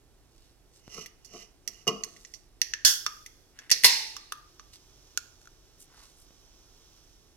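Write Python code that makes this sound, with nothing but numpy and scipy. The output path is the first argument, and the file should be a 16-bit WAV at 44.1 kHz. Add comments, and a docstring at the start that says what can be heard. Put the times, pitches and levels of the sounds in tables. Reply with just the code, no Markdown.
"""A full aluminium can, close by: a nail picks the tab, the seal cracks with a spit of gas, the lid tears and hisses.
Before that the can is turned on a kitchen counter; fingers brush it, and the opened beer fizzes faintly.
Contacts are pulses and random slips ringing modes of lid, wall, base and hollow; gas is coloured noise
plus a sinking narrow-band note; fizz and still air are filtered noise. A small room surrounds the can."""
import sys
import numpy as np
from scipy import signal
from scipy.fft import rfft, irfft
from scipy.io import wavfile

SR = 44100
rng = np.random.default_rng(int(sys.argv[2]) if len(sys.argv) > 2 else 0)


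def unload_wav(signal):
    """Save mono or channel-first audio to the path in sys.argv[1] as 16-bit WAV at rate SR, clipped to [-1, 1]."""
    wavfile.write(
        sys.argv[1],
        SR,
        np.round(np.clip(np.atleast_2d(signal).T, -1, 1) * 32767).astype(np.int16),
    )


N = 324576
TIME = np.arange(N) / SR

# still kitchen: (frequency [Hz], level [dB])
AIR_SPECTRUM = [(12, -33.5), (20, -8), (44, -4.5), (65, -13), (134, -15.5), (193, -25), (367, -17.5),
                (527, -27), (718, -27), (1000, -32), (1090, -32), (1570, -34), (2200, -35.5), (5850, -36.5),
                (16000, -45)]
AIR_DB = -61  # before left/right offsets

# skin on the can: (swell centre [s], half length [s], level [dB], centre frequency [Hz])
SKIN_BRUSHES = [(0.421, 0.19, -68.5, 4460), (0.765, .07, -64, 5392), (2.2, 0.35, -61.5, 5400),
                (3.621, 0.098, -59, 1768), (4.748, 0.036, -53, 4360), (5.438, 0.055, -68, 6020),
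                (5.821, 0.05, -54.5, 7930), (5.99, .16, -62, 1100), (6.024, 0.15, -59.5, 4520),
                (6.073, 0.16, -67, 6980), (6.21, 0.067, -62, 8010)]

# soft bumps of the can's weight: (time [s], peak level [dB], pitch [Hz])
WEIGHT_BUMPS = [(.879, -34.5, 130), (1.872, -37, 90), (2.85, -37, 150), (3.714, -43.5, 110),
                (3.846, -37.5, 160), (6.307, -45.5, 200)]

# can base on the counter: (frequency [Hz], width [Hz], level [dB])
BASE_MODES = [(158.3, 26, -3), (205, 12, 5.5), (264, 21, -3.5), (354, 25, 1), (442, 40, 3.5), (695, 31, -1),
              (1144, 92, -4), (1307, 130, -8.5)]
# base rim scraping on the counter: (frequency [Hz], width [Hz], level [dB])
RIM_MODES = [(2016, 135, -5.5), (2475, 115, -1.5), (2878, 110, 0), (3110, 96, -2.5), (4680, 1120, -6.5),
             (5290, 140, -1.5), (5660, 220, 2.5), (6680, 1540, -7.5), (11150, 1700, -17.5)]
# can turned by hand: (full speed reached [s], hold [s], level [dB], base grabs [s])
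CAN_TURNS = [(0.952, 0.068, -44, .98), (1.351, 0.073, -48, 1.351), (1.716, 0.11, -59, 1.69)]
TURN_RISE_DB_PER_S, TURN_FALL_DB_PER_S = 196, 360
# shaking of the base while sliding and when it grabs, re the turn
SLIDE_DB, GRAB_DB, GRAB_DB_PER_S = -10.5, 4.5, 450
# last turn ends in a judder with a short rim squeal; the can rocks to rest
JUDDER_S, JUDDER_DB, JUDDER_FALL_DB_PER_S = 1.869, -26.5, 340
ROCK_DB, ROCK_FALL_DB_PER_S = -43, 68
SQUEAL_S, SQUEAL_DB, SQUEAL_RISE_DB_PER_S, SQUEAL_FALL_DB_PER_S = 1.878, -21.5, 1700, 1050

# nail and tab on the lid: (time [s], tick level [dB], grind T60 [s], hollow note [Hz],
#   hollow level [dB re tick], sharp edge level [dB re tick], lid left/right [dB]); layer offsets are added
TAB_TICKS = [ (1.06, -46.5, 0.043, 1980, -3.5, -1.5, -15), (1.247, -49.5, 0.11, 1920, -25, -4.5, -18),
             (1.6765, -32, 0.027, 1950, -17.5, -4, -6.5), (2.0364, -31, 0.0075, 1974, -19, -18, -21),
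             (2.045, -45, .008, 1100, -10, 0.5, 5), (2.164, -57.5, .06, 1980, -1, -13, -10),
             (2.249, -46, .025, 1940, -9, -21, -12), (2.338, -43.5, 0.082, 2010, -14, -9.5, -11.5),
             (2.616, -18.5, 0.0076, 1886, -16, -10, -6.5), (2.7366, -29.5, 0.0097, 1760, -3, -22, -7),
             (2.8491, -13, .025, 1670, -21.5, -9.5, -3.5), (3.0639, -26.5, 0.023, 1230, -2.5, -12.5, -0.5),
             (3.262, -46.5, 0.033, 2022, -5, -2, -5), (3.589, -46, 0.027, 1670, -3.5, -10.5, -7),
             (3.696, -44, .05, 1800, -1, -9, -1), (3.703, -32, .02, 1950, -8.5, -5, -2),
             (3.7138, -11.5, 0.05, 1893, -20, -7.5, -1.5), (3.836, -26, 0.046, 1930, -6, -4, 0.5),
             (3.844, -14, 0.054, 1953, -5, -9.5, 0), (4.166, -40.5, 0.016, 1170, -3.5, -6, -19),
             (4.322, -39.5, .012, 1210, 6, 2, -25), (4.596, -51, 0.027, 1172, 2, -19, -8),
             (5.1748, -25, .002, 1430, -9, -4.5, -7), (5.415, -60, .01, 1420, -9, -5, -8),
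             (5.4555, -60, .011, 1406, -3, -5, -5), (5.473, -60.5, .015, 1390, 7.5, -7, -12)]
# lid ring: (frequency [Hz], width before pinch [Hz], level before contact focus [dB])
LID_MODES = [(4300, 220, -1), (4970, 260, -2), (5338, 83, 0.5), (5770, 260, 1), (6146, 160, 0),
             (6780, 330, 0.5), (7500, 200, -9.5)]
# thin wall ring: (frequency [Hz], width [Hz], level [dB])
WALL_MODES = [(2510, 620, 0), (3140, 160, -2.4), (3270, 340, 1)]
# sharp edge of a tick or tear: (frequency [Hz], level [dB])
CRACK_SPECTRUM = [(200, -11), (900, -12), (4000, -10), (8500, -2), (11500, 0.5), (14000, -6), (16000, -11)]
# a harder or longer push stays longer on the lid and favours lower modes; centre at the reference push
CONTACT_REF_HZ, CONTACT_REF_DB, CONTACT_OCTAVES_PER_DB = 5850, -39.5, .006
CONTACT_REF_T60_S, CONTACT_T60_EXPONENT = .025, .06
# a push that reaches the hollow also shakes the wall
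WALL_DB, WALL_DB_PER_HOLLOW_DB = -7.5, 0.65
# the hollow under the hand rings briefly and leaves a thin tone; higher notes leak faster; values at REF
HOLLOW_REF_HZ, HOLLOW_REF_WIDTH_HZ, LINGER_REF_WIDTH_HZ = 1200, 85, 12
LINGER_REF_DB, LINGER_DB_PER_OCTAVE = -1.5, -14

# gas as seal cracks, tab is levered up, lid tears: (time [s], first burst [dB], flow [dB], hold [s],
#   flow fall [dB/s], hollow note [Hz], share by which it sinks [1], note [dB re flow], note width [Hz])
GAS_VENTS = [(2.850, -22, -19, .028, 240, 1800, .28, -20, 240),
             (3.715, -28, -31.5, 0.0046, 210.5, 1960, 0.066, -19, 400),
             (3.846, -10.5, -19.8, .008, 112, 1000, 0.14, -16.5, 60)]
# first spit through the cracked seal: (frequency [Hz], level [dB])
SPIT_SPECTRUM = [(200, -35.5), (900, -43), (1600, -1.5), (2300, -25.5), (3400, 2.5), (3900, -11), (4500, 1),
                 (6000, 3), (7000, -3), (8500, -12), (11500, -6), (15700, -14)]
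# gas rushing through the wider gap: (frequency [Hz], level [dB])
RUSH_SPECTRUM = [(150, -29.5), (330, -30), (410, -9.5), (470, -11.5), (550, -29.5), (1300, -21.5),
                 (1900, -3), (2600, -2.5), (3200, -7), (4200, 3.5), (5400, 1.5), (6500, -6.5),
                 (8000, -13.5), (10500, -16.5), (14000, -26), (16000, -33.5)]
ONSET_DB_PER_S = 20000  # a snap starts all but at once
BURST_FALL_DB_PER_S, NOTE_SINK_TIME_CONSTANT_S = 1100, .1
SEEP_DB, SEEP_FALL_DB_PER_S = -27, 41  # gas that goes on seeping, re the flow

# crackle of the tearing score line
TEAR_S, TEAR_DB, TEAR_RISE_DB_PER_S, TEAR_FALL_DB_PER_S = 3.845, -17.5, 2199.5, 429

# foam in the open can: (time [s], level [dB])
FIZZ_LEVEL = [(4.2, -86), (4.5, -65.5), (5.1, -62), (5.6, -66.5), (6.4, -64), (6.95, -62), (7.36, -69)]
# foam colour: (frequency [Hz], level [dB])
FIZZ_SPECTRUM = [(800, -5), (1200, -2), (2000, -11.5), (3300, 0), (4500, -1.5), (5800, 5.5), (8500, -12),
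                 (11000, -11.5), (16000, -12.5)]

# room tail colour: (frequency [Hz], level [dB])
TAIL_SPECTRUM = [(100, -6.5), (1000, -1.5), (2000, -1), (5500, -4.5), (8000, -8.5), (16000, -5)]
# hand leaves the lid, the can is heard more directly: (time [s], room feed [dB re direct])
ROOM_FEED = [(4.4, 0), (4.9, -5)]
CUTOFF_HZ = 16000


def from_db(db):
    """Amplitude ratio of a level in dB."""
    return 10 ** (np.asarray(db) / 20)


def rms_one(x):
    """Scale to unit RMS."""
    return x / np.sqrt(np.mean(x ** 2) + 1e-20)


def level(rows):
    """Gain in time from (time [s], level [dB]) rows; -200 dB outside them."""
    s, db = np.transpose(rows)
    return from_db(np.interp(TIME, s, db, left=-200, right=-200))


def envelope(s, db, rise_db_per_s, fall_db_per_s, hold_s=0):
    """Gain that rises to its top at s, holds, then falls exponentially."""
    before = rise_db_per_s * np.maximum(s - TIME, 0)
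    after = fall_db_per_s * np.maximum(TIME - s - hold_s, 0)
    return from_db(db - np.minimum(before + after, 200))


def add(track, s, sound):
    """Mix a short sound in at a time."""
    at = round(s * SR)
    track[..., at:at + sound.shape[-1]] += sound[..., :N - at]


def coloured(x, spectrum):
    """Causal (minimum-phase) filter with the given spectrum, built from its folded cepstrum."""
    hz, db = np.transpose(spectrum)
    size = 4096
    grid_hz = np.maximum(np.arange(size // 2 + 1) * SR / size, 1)
    gain = from_db(np.interp(np.log(grid_hz), np.log(hz), db))
    cepstrum = irfft(np.log(gain))
    cepstrum[1:size // 2] *= 2
    cepstrum[size // 2 + 1:] = 0
    response = irfft(np.exp(rfft(cepstrum)))
    return signal.fftconvolve(np.atleast_2d(x), response[None], axes=1)[:, :x.shape[-1]]


def high_pass(x, hz, order=2):
    """Small parts radiate little bass."""
    return signal.sosfilt(signal.butter(order, hz, "high", fs=SR, output="sos"), x)


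def resonate(x, hz, width_hz):
    """One two-pole resonance, gain near 1 on top."""
    r = np.exp(-np.pi * width_hz / SR)
    zeros = np.array([1, 0, -1]) * (1 - r * r) / 2
    poles = [1, -2 * r * np.cos(2 * np.pi * hz / SR), r * r]
    return signal.lfilter(zeros, poles, x + 1e-18)


def body(x, modes):
    """Resonances in parallel, signs alternating."""
    return sum((-1) ** k * from_db(db) * resonate(x, hz, width_hz)
               for k, (hz, width_hz, db) in enumerate(modes))


def stereo_noise(likeness, size=N):
    """White noise that both sides partly share."""
    mid, side = rng.standard_normal((2, size))
    c = np.clip(likeness, 0, 1)
    return (np.sqrt(1 + c) * mid + np.sqrt(1 - c) * side * [[1], [-1]]) / np.sqrt(2)


def slips(per_s, spread_db, size=N):
    """Random tiny slips of uneven strength and either sign, at unit RMS."""
    happens = rng.random(size) < per_s / SR
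    strength_db = spread_db * np.clip(rng.standard_normal(size), -2, 2)
    return rms_one(happens * from_db(strength_db) * rng.choice([-1, 1], size))


def flutter(per_s, depth_db):
    """Uneven grip: a gain gliding between random levels."""
    knots = np.clip(rng.standard_normal(4000), -2, 2)
    return rms_one(from_db(depth_db * np.interp(TIME * per_s, np.arange(len(knots)), knots)))


def still_air():
    """Steady, mostly low noise of the still kitchen."""
    stir = rms_one(coloured(stereo_noise(.65), AIR_SPECTRUM))
    return from_db(AIR_DB + np.array([[-.8], [1.2]])) * stir


def brushes(grain=1.8):
    """Soft swells of skin friction, with fine catches of the fingertips."""
    out = np.zeros((2, N))
    for s, half_s, db, hz in SKIN_BRUSHES:
        swell = np.hanning(int(2 * half_s * SR))
        friction = stereo_noise(0.88, size=len(swell)) + grain * slips(420, 4.0, size=len(swell))
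        skin = rms_one(resonate(friction, hz, hz * .6))
        add(out, max(s - half_s, 0), from_db(db) * swell * skin)
    return out


def bumps(width_share=1.3):
    """Dull, quickly damped pushes on the counter."""
    out, push = np.zeros(N), signal.unit_impulse(SR // 10)
    for s, db, hz in WEIGHT_BUMPS:
        thud = resonate(push, hz, width_share * hz)
        add(out, s, from_db(db) * thud / np.abs(thud).max())
    return out


def dragging(base_db=-2.0, rim_db=-3.5, squeal_db=-1.0, clunk_db=-9.5):
    """The base sticks and slips on the counter, shaking the full can and its rim, which ring on between slips."""
    friction = slips(1900, 2.9) * flutter(110, 1.3)
    slide = sum(envelope(s, db, TURN_RISE_DB_PER_S, TURN_FALL_DB_PER_S, hold_s)
                for s, hold_s, db, _ in CAN_TURNS)
    grab = sum(envelope(grab_s, db + GRAB_DB, GRAB_DB_PER_S, GRAB_DB_PER_S)
               for _, _, db, grab_s in CAN_TURNS)
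    judder = envelope(JUDDER_S, JUDDER_DB, ONSET_DB_PER_S, JUDDER_FALL_DB_PER_S)
    rock = envelope(JUDDER_S, ROCK_DB, ONSET_DB_PER_S, ROCK_FALL_DB_PER_S)
    chatter = envelope(SQUEAL_S, SQUEAL_DB, SQUEAL_RISE_DB_PER_S, SQUEAL_FALL_DB_PER_S)
    chatter = chatter * (TIME > JUDDER_S)

    def shaken(modes, gain):
        """Modes driven by gated friction, levelled by their ungated sound."""
        return body(friction * gain, modes) / np.std(body(friction, modes))

    base_gain = np.maximum(from_db(SLIDE_DB) * slide, grab) + judder + rock
    base = from_db(base_db) * shaken(BASE_MODES, base_gain)
    rim = from_db(rim_db) * shaken(RIM_MODES, slide + chatter)
    # hard juddering brings out an upper base mode and locks on to one rim mode
    clunk = from_db(clunk_db) * shaken(BASE_MODES[6:7], judder)
    squeal_hz = RIM_MODES[2][0]
    drive = np.sin(2 * np.pi * squeal_hz * TIME) * chatter * flutter(260, 3.6)
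    squeal = from_db(squeal_db) * resonate(drive, squeal_hz, 140.0)
    return (base + clunk) * from_db([[1.2], [-1.2]]) + squeal + rim * from_db([[-3.0], [2.0]])


def ticks(overtone_db=-14.0, hollow_db=0.3, lid_db=-2.5, crack_db=-4.0, base_db=-26.5,
          focus_db_per_octave=19.0, grind_db=-17.0):
    """Each tick is a snap and a short grind, ringing lid, wall, base and the hollow under the hand."""
    out, t = np.zeros((2, N)), TIME[:SR // 5]
    attack = SR // 100  # samples over which levels are set
    snap = signal.unit_impulse(len(t))
    for s, tick_db, grind_t60_s, note_hz, depth_db, edge_db, pan_db in TAB_TICKS:
        # grind treble leaves the lid differently in each direction
        grit = np.array([slips(6000, 4.0, size=len(t)) for side in "LR"])
        force = snap + from_db(grind_db - 60 * t / grind_t60_s) * grit
        # the briefest snaps come from a firm pinch, which also damps the lid
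        pinch_hz = 1.4 / grind_t60_s
        push_octaves = CONTACT_OCTAVES_PER_DB * (CONTACT_REF_DB - tick_db)
        briefness = (CONTACT_REF_T60_S / grind_t60_s) ** CONTACT_T60_EXPONENT
        centre_hz = CONTACT_REF_HZ * 2 ** push_octaves * briefness
        lid_modes = [(hz, width_hz + pinch_hz, db - focus_db_per_octave * abs(np.log2(hz / centre_hz)))
                     for hz, width_hz, db in LID_MODES]
        # the snap flexes the lid and pumps the air in the hollow
        higher = note_hz / HOLLOW_REF_HZ
        linger_db = LINGER_REF_DB + LINGER_DB_PER_OCTAVE * np.log2(higher)
        hollow = body(snap, [(note_hz, HOLLOW_REF_WIDTH_HZ * higher ** 2, 0),
                             (1750, 300, overtone_db),
                             (note_hz, LINGER_REF_WIDTH_HZ * higher ** 2, linger_db)])
        hollow = high_pass(hollow, .75 * note_hz, order=3)
        base = body(snap, BASE_MODES[3:5])
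        wall = high_pass(body(force, WALL_MODES), 1400)
        lid = high_pass(body(force, lid_modes), 1800)
        edge = coloured(force, CRACK_SPECTRUM)
        # (sound, level [dB re tick], left/right [dB])
        parts = [(hollow, depth_db + hollow_db, 4.0),
                 (base, depth_db + base_db, 2.5),
                 (wall, WALL_DB + WALL_DB_PER_HOLLOW_DB * depth_db, -1.5),
                 (lid, lid_db, pan_db),
                 (edge, edge_db + crack_db, -1.2)]
        for sound, db, side_db in parts:
            sides = rms_one(from_db(np.array([[side_db], [-side_db]]) / 2))
            add(out, s, sides * from_db(tick_db + db) * sound / np.std(sound[..., :attack]))
    return out


def gas(vent, spectrum, likeness=0.28):
    """A turbulent jet bursts through the slit and dies away; its hollow note sinks as the gap widens."""
    s, burst_db, flow_db, hold_s, fall_db_per_s, start_hz, sink_share, note_db, note_width_hz = vent
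    burst = envelope(s, burst_db, ONSET_DB_PER_S, BURST_FALL_DB_PER_S)
    stream = envelope(s, flow_db, ONSET_DB_PER_S, fall_db_per_s, hold_s)
    seep = envelope(s, flow_db + SEEP_DB, ONSET_DB_PER_S, SEEP_FALL_DB_PER_S)
    jet = rms_one(coloured(stereo_noise(likeness) + 0.5 * slips(1500, 3.5), spectrum))
    sunk = 1 - np.exp(-np.maximum(TIME - s, 0) / NOTE_SINK_TIME_CONSTANT_S)
    note_hz = start_hz * (1 - sink_share * sunk)
    # slow complex noise on a gliding carrier gives a note of the set width
    r = np.exp(-np.pi * note_width_hz / SR)
    sway = signal.lfilter([1 - r], [1, -r], rng.standard_normal(N) + 1j * rng.standard_normal(N))
    note = rms_one(np.real(sway * np.exp(2j * np.pi * np.cumsum(note_hz) / SR)))
    return (burst + stream + seep) * (jet + from_db(note_db) * note * from_db([[2.2], [-2.2]]))


def tearing():
    """The score line gives way in a run of tiny cracks."""
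    cracks = rms_one(coloured(slips(2500, 8.0), CRACK_SPECTRUM))
    return envelope(TEAR_S, TEAR_DB, TEAR_RISE_DB_PER_S, TEAR_FALL_DB_PER_S) * cracks


def fizz():
    """Countless small bubbles burst in the can: noise with random pops."""
    bubbles = stereo_noise(0.66) + .5 * slips(900, 3.2)
    return level(FIZZ_LEVEL) * rms_one(coloured(bubbles, FIZZ_SPECTRUM))


def kitchen(x, early_db=-4.0, early_t60_s=.04, early_cut_hz=1500.0, tail_db=-12.0, tail_t60_s=.45):
    """Quick bright reflections off counter, glass and hand, then the tail of the room."""
    t = TIME[:SR * 3 // 4]
    early = high_pass(stereo_noise(0, size=len(t)), early_cut_hz)
    early = early * from_db(-60 * t / early_t60_s) * (t > .0004)
    tail = coloured(stereo_noise(0.13, size=len(t)), TAIL_SPECTRUM)
    tail = tail * from_db(-60 * t / tail_t60_s) * (1 - np.exp(-t / 0.0048))
    response = (from_db(early_db) * rms_one(early) + from_db(tail_db) * rms_one(tail)) / np.sqrt(len(t))
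    scattered = x * from_db(np.interp(TIME, *np.transpose(ROOM_FEED)))
    return x + signal.fftconvolve(scattered, response, axes=1)[:, :N]


def scene():
    """Handling and escaping gas sound into the kitchen; foam and still air lie underneath."""
    handling = brushes() + bumps() + dragging() + ticks()
    spit, leak, rush = GAS_VENTS
    escaping = gas(spit, SPIT_SPECTRUM) + gas(leak, RUSH_SPECTRUM) + gas(rush, RUSH_SPECTRUM)
    return kitchen(handling + escaping + tearing()) + fizz() + still_air()


def record(dry, port_hz=5620.0, port_width_hz=1700.0, ceiling=.85):
    """A treble resonance is cut left and added right; right lags 4 samples; peaks rounded, top cut."""
    port = resonate(dry, port_hz, port_width_hz)
    left = dry[0] - .6 * port[0]
    right = np.roll(dry[1] + .65 * port[1], 4)
    rounded = ceiling * np.tanh(np.array([left, right]) / ceiling)
    return signal.sosfilt(signal.ellip(10, .1, 80, CUTOFF_HZ, fs=SR, output="sos"), rounded)


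dry = scene()
out = record(dry)
unload_wav(out)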